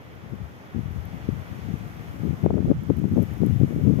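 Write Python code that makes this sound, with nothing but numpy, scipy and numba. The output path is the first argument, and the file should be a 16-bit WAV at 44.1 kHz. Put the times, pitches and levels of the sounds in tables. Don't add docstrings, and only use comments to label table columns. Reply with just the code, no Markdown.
import sys
import numpy as np
from scipy import signal
from scipy.fft import rfft, irfft
from scipy.io import wavfile
from scipy.ndimage import uniform_filter1d
from numba import njit

SR = 44100
rng = np.random.default_rng(int(sys.argv[2]) if len(sys.argv) > 2 else 0)


def ratio_of_db(decibels):
    return 10 ** (np.asarray(decibels, float) / 20)


def int16_out(signal):
    q = np.round(np.clip(np.atleast_2d(signal).T, -1, 1) * 32767)
    wavfile.write(sys.argv[1], SR, q.astype(np.int16))


N = 176400


@njit
def bumps(out_len, at, sigma, size, odd):
    y = np.zeros(out_len)
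    for k in range(len(at)):
        first = max(int(at[k] - 4 * sigma[k]), 0)
        last = min(int(at[k] + 4 * sigma[k]) + 1, out_len)
        for i in range(first, last):
            u = (i - at[k]) / sigma[k]
            y[i] += size[k] * np.exp(-u * u / 2) * (1 - odd + odd * u)
    return y


def walk(rate_hz):
    hold = int(SR / rate_hz)
    steps = np.repeat(rng.standard_normal(N // hold + 1), hold)
    return 1.3 * uniform_filter1d(uniform_filter1d(steps, hold), hold)[:N]


def buffet(puffs, calm_db, calm_hz, spread, scatter_db, trim_db):
    eddies_per_s, size_scale, small_db = 420, 0.86, -4.5
    count = 4 * eddies_per_s
    jitter, size_a, size_b, strength, sign = rng.random((count, 5)).T
    t = (np.arange(count) + jitter) / eddies_per_s
    p = np.array(puffs, float)
    at_s, length_s, level_db, eddy_hz = p[:, :1], p[:, 1:2], p[:, 2:3], p[:, 3:]
    power = ratio_of_db(2 * level_db) * np.exp(-3.0 * ((t - at_s) / length_s) ** 2)
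    calm = ratio_of_db(2 * calm_db + 5 * walk(7.2)[(t * SR).astype(int)])
    total = power.sum(0) + calm
    mean_hz = ((power * eddy_hz).sum(0) + calm * calm_hz) / total
    small = size_a + size_b - 1
    sigma = SR / (2 * np.pi * size_scale * mean_hz * np.exp(spread * small))
    size = ratio_of_db(trim_db + small_db * small + scatter_db * (2 * strength - 1)) * np.sign(sign - .5)
    size = size * np.sqrt(total * SR / eddies_per_s / sigma)
    return bumps(N, t * SR, sigma, size, 1.)


# [t/s, pressure, width/ms]
STRONG_SLAPS = [(1.29, 0.47, 1.3), (1.7407, -0.3, 1.8), (2.4393, 0.48, 1.8), (2.4545, -0.45, 2.0),
                (2.4628, 0.83, 0.8), (2.556, 0.36, 1.6), (2.6055, 0.52, 1.7), (2.6473, 0.41, 2.0),
                (2.7043, 0.71, 1.2), (2.7153, 0.79, 1.0), (2.9021, 0.77, 1.3), (3.0545, 0.51, 1.6),
                (3.1688, 0.48, 1.2), (3.4344, -0.49, 0.9), (3.4696, -0.47, 1.5), (3.6032, 0.48, 2.2),
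                (3.6144, 0.5, 1.2), (3.6348, 0.86, 1.4), (3.6465, -0.42, 1.5), (3.763, -0.34, 1.2),
                (3.8394, -0.49, 2.1), (3.879, 0.73, 1.6), (3.8983, -0.6, 1.6)]
# [t/s, pressure, width/ms]
MORE_SLAPS = [(0.3346, -0.11, 1.4), (0.7489, -0.15, 1.5), (0.7646, 0.21, 1.7), (0.7923, -0.2, 1.9),
              (0.8597, -0.18, 2.8), (0.9627, -0.15, 2.2), (1.1453, -0.11, 2.0), (1.6883, 0.15, 1.6),
              (1.7037, -0.13, 2.5), (2.205, 0.12, 2.0), (2.2351, 0.19, 1.3), (2.2534, 0.24, 1.3),
              (2.2953, -0.26, 2.2), (2.3089, -0.3, 1.6), (2.3421, -0.16, 2.2), (2.5423, 0.24, 1.0),
              (2.5837, 0.24, 1.2), (2.9184, -0.3, 1.7), (2.9849, 0.27, 1.7), (2.9998, 0.27, 1.8),
              (3.1222, -0.32, 1.7), (3.1378, -0.31, 1.6), (3.1951, -0.37, 1.5), (3.2159, -0.27, 1.5),
              (3.2359, -0.24, 1.5), (3.3004, -0.12, 3.1), (3.3157, -0.13, 1.7), (3.4055, -0.33, 1.8),
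              (3.499, 0.35, 2.0), (3.5623, -0.34, 2.0), (3.7088, -0.17, 1.2), (3.7482, -0.21, 1.9),
              (3.7789, 0.19, 2.2), (3.9254, -0.46, 2.2), (3.9588, -0.33, 1.9), (3.9742, -0.3, 2.3),
              (3.9891, -0.25, 1.0)]
# [t/s, level/dB, width/ms]
CRACKS = [(2.443, -13, 0.4), (2.4625, -23.5, 0.11), (2.506, -15.5, 0.32), (2.542, -26, 0.41),
          (2.581, -22, .25), (2.655, -19, 0.41), (2.7125, -20, 0.24), (2.9005, -14.5, .3),
          (3.042, -18, 0.38), (3.171, -25, 0.24), (3.199, -23, .35), (3.604, -20, 0.43), (3.763, -36, .3),
          (3.85, -29, 0.38), (3.874, -17.5, 0.37), (3.897, -25, 0.35), (3.991, -25, .3)]


def slaps():
    rebound, rebound_width, rebound_lag = .42, 1.7, 2.6
    at_s, pressure, width_ms = np.array(STRONG_SLAPS + MORE_SLAPS, float).T
    at, sigma = at_s * SR, width_ms * SR / 1000 * .5
    push = bumps(N, at, sigma, pressure, 0.)
    lag, wide = rebound_lag * sigma, rebound_width * sigma
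    after = bumps(N, at + lag, wide, pressure, 0.)
    before = bumps(N, at - 1.01 * lag, wide, pressure, 0.)
    push = push - rebound * (after + 0.42 * before)
    crack_s, crack_db, crack_ms = np.array(CRACKS, float).T
    cracks = bumps(N, crack_s * SR, crack_ms * SR / 1000, ratio_of_db(crack_db), 1.)
    return 1.334 * push + cracks


def hush():
    at_s, _, width_ms = np.array(STRONG_SLAPS + MORE_SLAPS, float).T
    cover = bumps(N, at_s * SR, width_ms * SR / 1000 * 1.99, np.full(len(at_s), 1.26), 0.)
    return np.exp(-cover)


# [t/s, length/s,
# level/dB, eddy f/Hz]
LEFT_PUFFS = [(0.072, 0.07, -39, 110), (0.162, 0.031, -32, 109), (0.261, 0.06, -30, 133),
              (0.333, 0.029, -22, 126), (0.423, 0.048, -18.5, 79.4), (0.778, 0.039, -16, 168),
              (0.861, 0.039, -14.5, 83), (0.959, 0.092, -17.5, 82.6), (1.001, 0.025, -35, 110),
              (1.065, 0.029, -20, 90), (1.149, 0.064, -20.5, 91), (1.236, 0.047, -25.5, 109),
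              (1.292, 0.016, -16.5, 157), (1.329, 0.022, -14.5, 87), (1.387, 0.049, -21.5, 100),
              (1.518, 0.027, -21.5, 125), (1.63, 0.14, -24.5, 122), (1.7, 0.024, -14, 129),
              (1.739, 0.03, -18.5, 147), (1.82, 0.067, -24, 120), (1.857, 0.027, -26.5, 119),
              (1.934, 0.063, -29.5, 108), (2.002, 0.03, -22.5, 113), (2.077, 0.085, -28, 108),
              (2.151, 0.033, -27.5, 115),
              (2.251, 0.069, -17, 159), (2.295, 0.026, -12.5, 174), (2.336, 0.013, -12, 139),
              (2.391, 0.032, -26, 140), (2.456, 0.025, -7.5, 228), (2.507, 0.0087, -12.5, 274),
              (2.551, 0.025, -11.5, 175), (2.606, 0.0068, -9, 138), (2.648, 0.018, -15, 135),
              (2.709, 0.019, -7.5, 270), (2.904, 0.017, -9.5, 250), (2.989, 0.033, -13.5, 132),
              (3.05, 0.051, -12.5, 184),
              (3.13, 0.019, -6, 158), (3.193, 0.047, -9.5, 224), (3.299, 0.11, -40, 110),
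                (3.434, 0.028, -9.5, 213), (3.535, 0.023, -12, 105), (3.574, 0.024, -11.5, 100),
                (3.608, 0.01, -11, 200), (3.633, 0.014, -7.5, 157), (3.707, 0.016, -39, 226),
                (3.765, 0.086, -18.5, 201), (3.881, 0.064, -5.5, 188),
              (2.44, 0.017, -22, 200),
    (2.581, 0.07, -17, 249),
    (2.68, 0.047, -15.5, 219),
    (2.81, 0.24, -21.5, 131),
    (2.928, 0.028, -19, 168),
    (3.362, 0.26, -18.5, 109),
    (3.488, 0.09, -11.5, 138),
    (3.669, 0.028, -16, 161),
    (3.922, 0.035, -9.5, 140),
    (3.99, 0.031, -13.5, 232),
]


def left_wind():
    puffs = LEFT_PUFFS
    swarm = buffet(puffs, calm_db=-40, calm_hz=105, spread=0.72, scatter_db=7.0, trim_db=-6.0)
    return swarm * hush() + slaps()


# [t/s, length/s, level/dB, eddy f/Hz]
LEE_PUFFS = [(2.109, 0.048, -34.5, 140), (2.376, 0.11, -38, 140), (2.506, 0.049, -23.5, 121),
             (2.619, 0.028, -33, 160), (2.68, 0.018, -13.5, 91), (2.712, 0.019, -20, 129),
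             (2.76, 0.024, -17.5, 100), (2.83, 0.027, -31, 160), (3.024, 0.083, -37, 170),
             (3.078, 0.026, -29, 150), (3.139, 0.044, -19.5, 88), (3.244, 0.032, -43, 190),
             (3.461, 0.065, -52, 208), (3.662, 0.04, -21, 100), (3.783, 0.025, -18.5, 90),
             (3.921, 0.053, -30.5, 140), (3.966, 0.032, -42, 130)]


def right_wind():
    return buffet(LEE_PUFFS, calm_db=-68, calm_hz=100, spread=0.78, scatter_db=6.0, trim_db=-4.0)


def highpass(x, cut_hz):
    return signal.sosfilt(signal.butter(2, cut_hz, "high", fs=SR, output="sos"), x)


# [t/s, peak level/dB, lowest f/Hz, rustle/s]
CLOTH_TICKS = [(1.052, -47.5, 9000, .003), (2.631, -56, 9000, .003), (2.668, -52, 9000, .003),
               (2.834, -46.5, 6000, .005), (2.968, -42, 7000, .002), (2.9875, -47, 10000, 0.011),
               (3.0884, -51, 11000, .003), (3.1246, -52, 9000, .008), (3.2213, -45, 4500, .004),
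               (3.227, -45.5, 4500, .004), (3.241, -55, 11000, .002), (3.3088, -56, 9000, .004),
               (3.337, -50, 9500, .003), (3.3777, -52, 10000, .005), (3.462, -44, 5000, .003)]


def cloth():
    t, noise = np.arange(N) / SR, rng.standard_normal(N)
    gust_db = 5.1 * np.exp(-((t - 3.2) / .35) ** 2)
    crackle = (rng.random(N) < .006) * ratio_of_db(-53 + 2.0 * rng.exponential(1, N) + gust_db)
    x = highpass(crackle * rng.standard_normal(N), 5000)
    for at_s, peak_db, low_hz, rustle_s in CLOTH_TICKS:
        dt = np.abs(t - at_s - .002)
        envelope = np.exp(-dt / .0006) + .15 * np.exp(-dt / rustle_s)
        x = x + highpass(ratio_of_db(peak_db + 6.0) * envelope * noise, low_hz)
    return np.array([x, 0 * x])


# [t/s, level/dB]
TREE_SWELL = [
    (0, -3),
    (.5, -2.5),
    (1, -1.5),
    (1.5, -1),
    (2, -1),
    (2.5, -1),
    (3, -1),
    (3.4, -1),
    (4, -1.5),
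]
# [f/Hz, density/(dB per Hz)]
TREE_COLOUR = [
    (100, -67.5),
    (300, -74),
    (1000, -81),
    (2000, -84.5),
    (3500, -93.5),
    (7400, -96.5),
    (11400, -105),
    (15500, -105),
]


def trees():
    lag_samples, leaves_db_per_s = 13, 1.25
    t, log_hz = np.arange(N) / SR, np.log(np.fft.rfftfreq(N, 1 / SR) + 1)
    tone_hz, tone_db = np.array(TREE_COLOUR, float).T
    swell_db = np.interp(t, *np.array(TREE_SWELL).T)
    colour = ratio_of_db(np.interp(log_hz, np.log(tone_hz), tone_db)) * np.sqrt(SR / 2)
    noise = rng.standard_normal(N)
    shared = rfft(np.array([np.roll(noise, lag_samples), noise]))
    own = rfft(rng.standard_normal((2, N)))
    alike = np.clip(.5 - .17 * np.abs(log_hz - np.log(900)), 0, .9)
    spec = colour * (np.sqrt(alike) * shared + np.sqrt(1 - alike) * own)
    out, near_db = 0, 0.24 * walk(2.8)
    for centre in np.arange(np.log(30), np.log(20000), .5):
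        band = np.sqrt(np.clip(1 - np.abs(log_hz - centre) / .5, 0, 1))
        rise_db = leaves_db_per_s * (t - 2) * (centre > np.log(6000))
        grow = np.clip(1.46 + 0.31 * (centre - np.log(1000)), .1, 3)
        level_db = grow * swell_db + rise_db + near_db + 0.64 * walk(17)
        out = out + irfft(spec * band, N) * ratio_of_db(level_db)
    return out


# [edge f/Hz, level above it/dB]
SHELVES = [
    (3620, -4.5),
    (6900, -3.5),
    (11600, 2),
]


def port_colour(x):
    port_hz, port_width_hz, port_db = 11800, 2720, 15
    hz = np.fft.rfftfreq(N, 1 / SR)
    shelf_db = sum(db * (hz > edge_hz) for edge_hz, db in SHELVES)
    skew = 1 + .5 * (hz > port_hz)
    peak_db = port_db * np.clip(1 - np.abs(hz - port_hz) / port_width_hz / skew, 0, 1)
    left_db = shelf_db + peak_db + 1.8 * (hz > SHELVES[-1][0])
    return irfft(rfft(x) * ratio_of_db(np.array([left_db, shelf_db])), N)


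# [t/s, depth/dB, release/s]
DUCKS = [
    (2.463, -7, 0.37),
    (2.716, -7, 0.23),
    (2.903, -4.5, 0.28),
]


def left_gain():
    t = np.arange(N) / SR
    ducks_db = [depth_db * (t > at_s) * np.clip(1 - ((t - at_s) / release_s) ** 2, 0, 1)
                for at_s, depth_db, release_s in DUCKS]
    return ratio_of_db(uniform_filter1d(np.min(ducks_db, axis=0), size=200))


def scene():
    wind = np.array([left_wind(), right_wind()])
    back = port_colour(trees() + cloth())
    back[0] *= left_gain()
    return back + wind


def top_cut(x):
    return signal.sosfilt(signal.butter(12, 15730, fs=SR, output="sos"), x)


def record(dry):
    mic_cut_hz, top_hz = 64.8, 15750
    x = signal.sosfiltfilt(signal.butter(3, mic_cut_hz, "high", fs=SR, output="sos"), dry)
    x = signal.sosfilt(signal.ellip(10, .3, 70, top_hz, fs=SR, output="sos"), x)
    return top_cut(x)


dry = scene()
out = record(dry)
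int16_out(out)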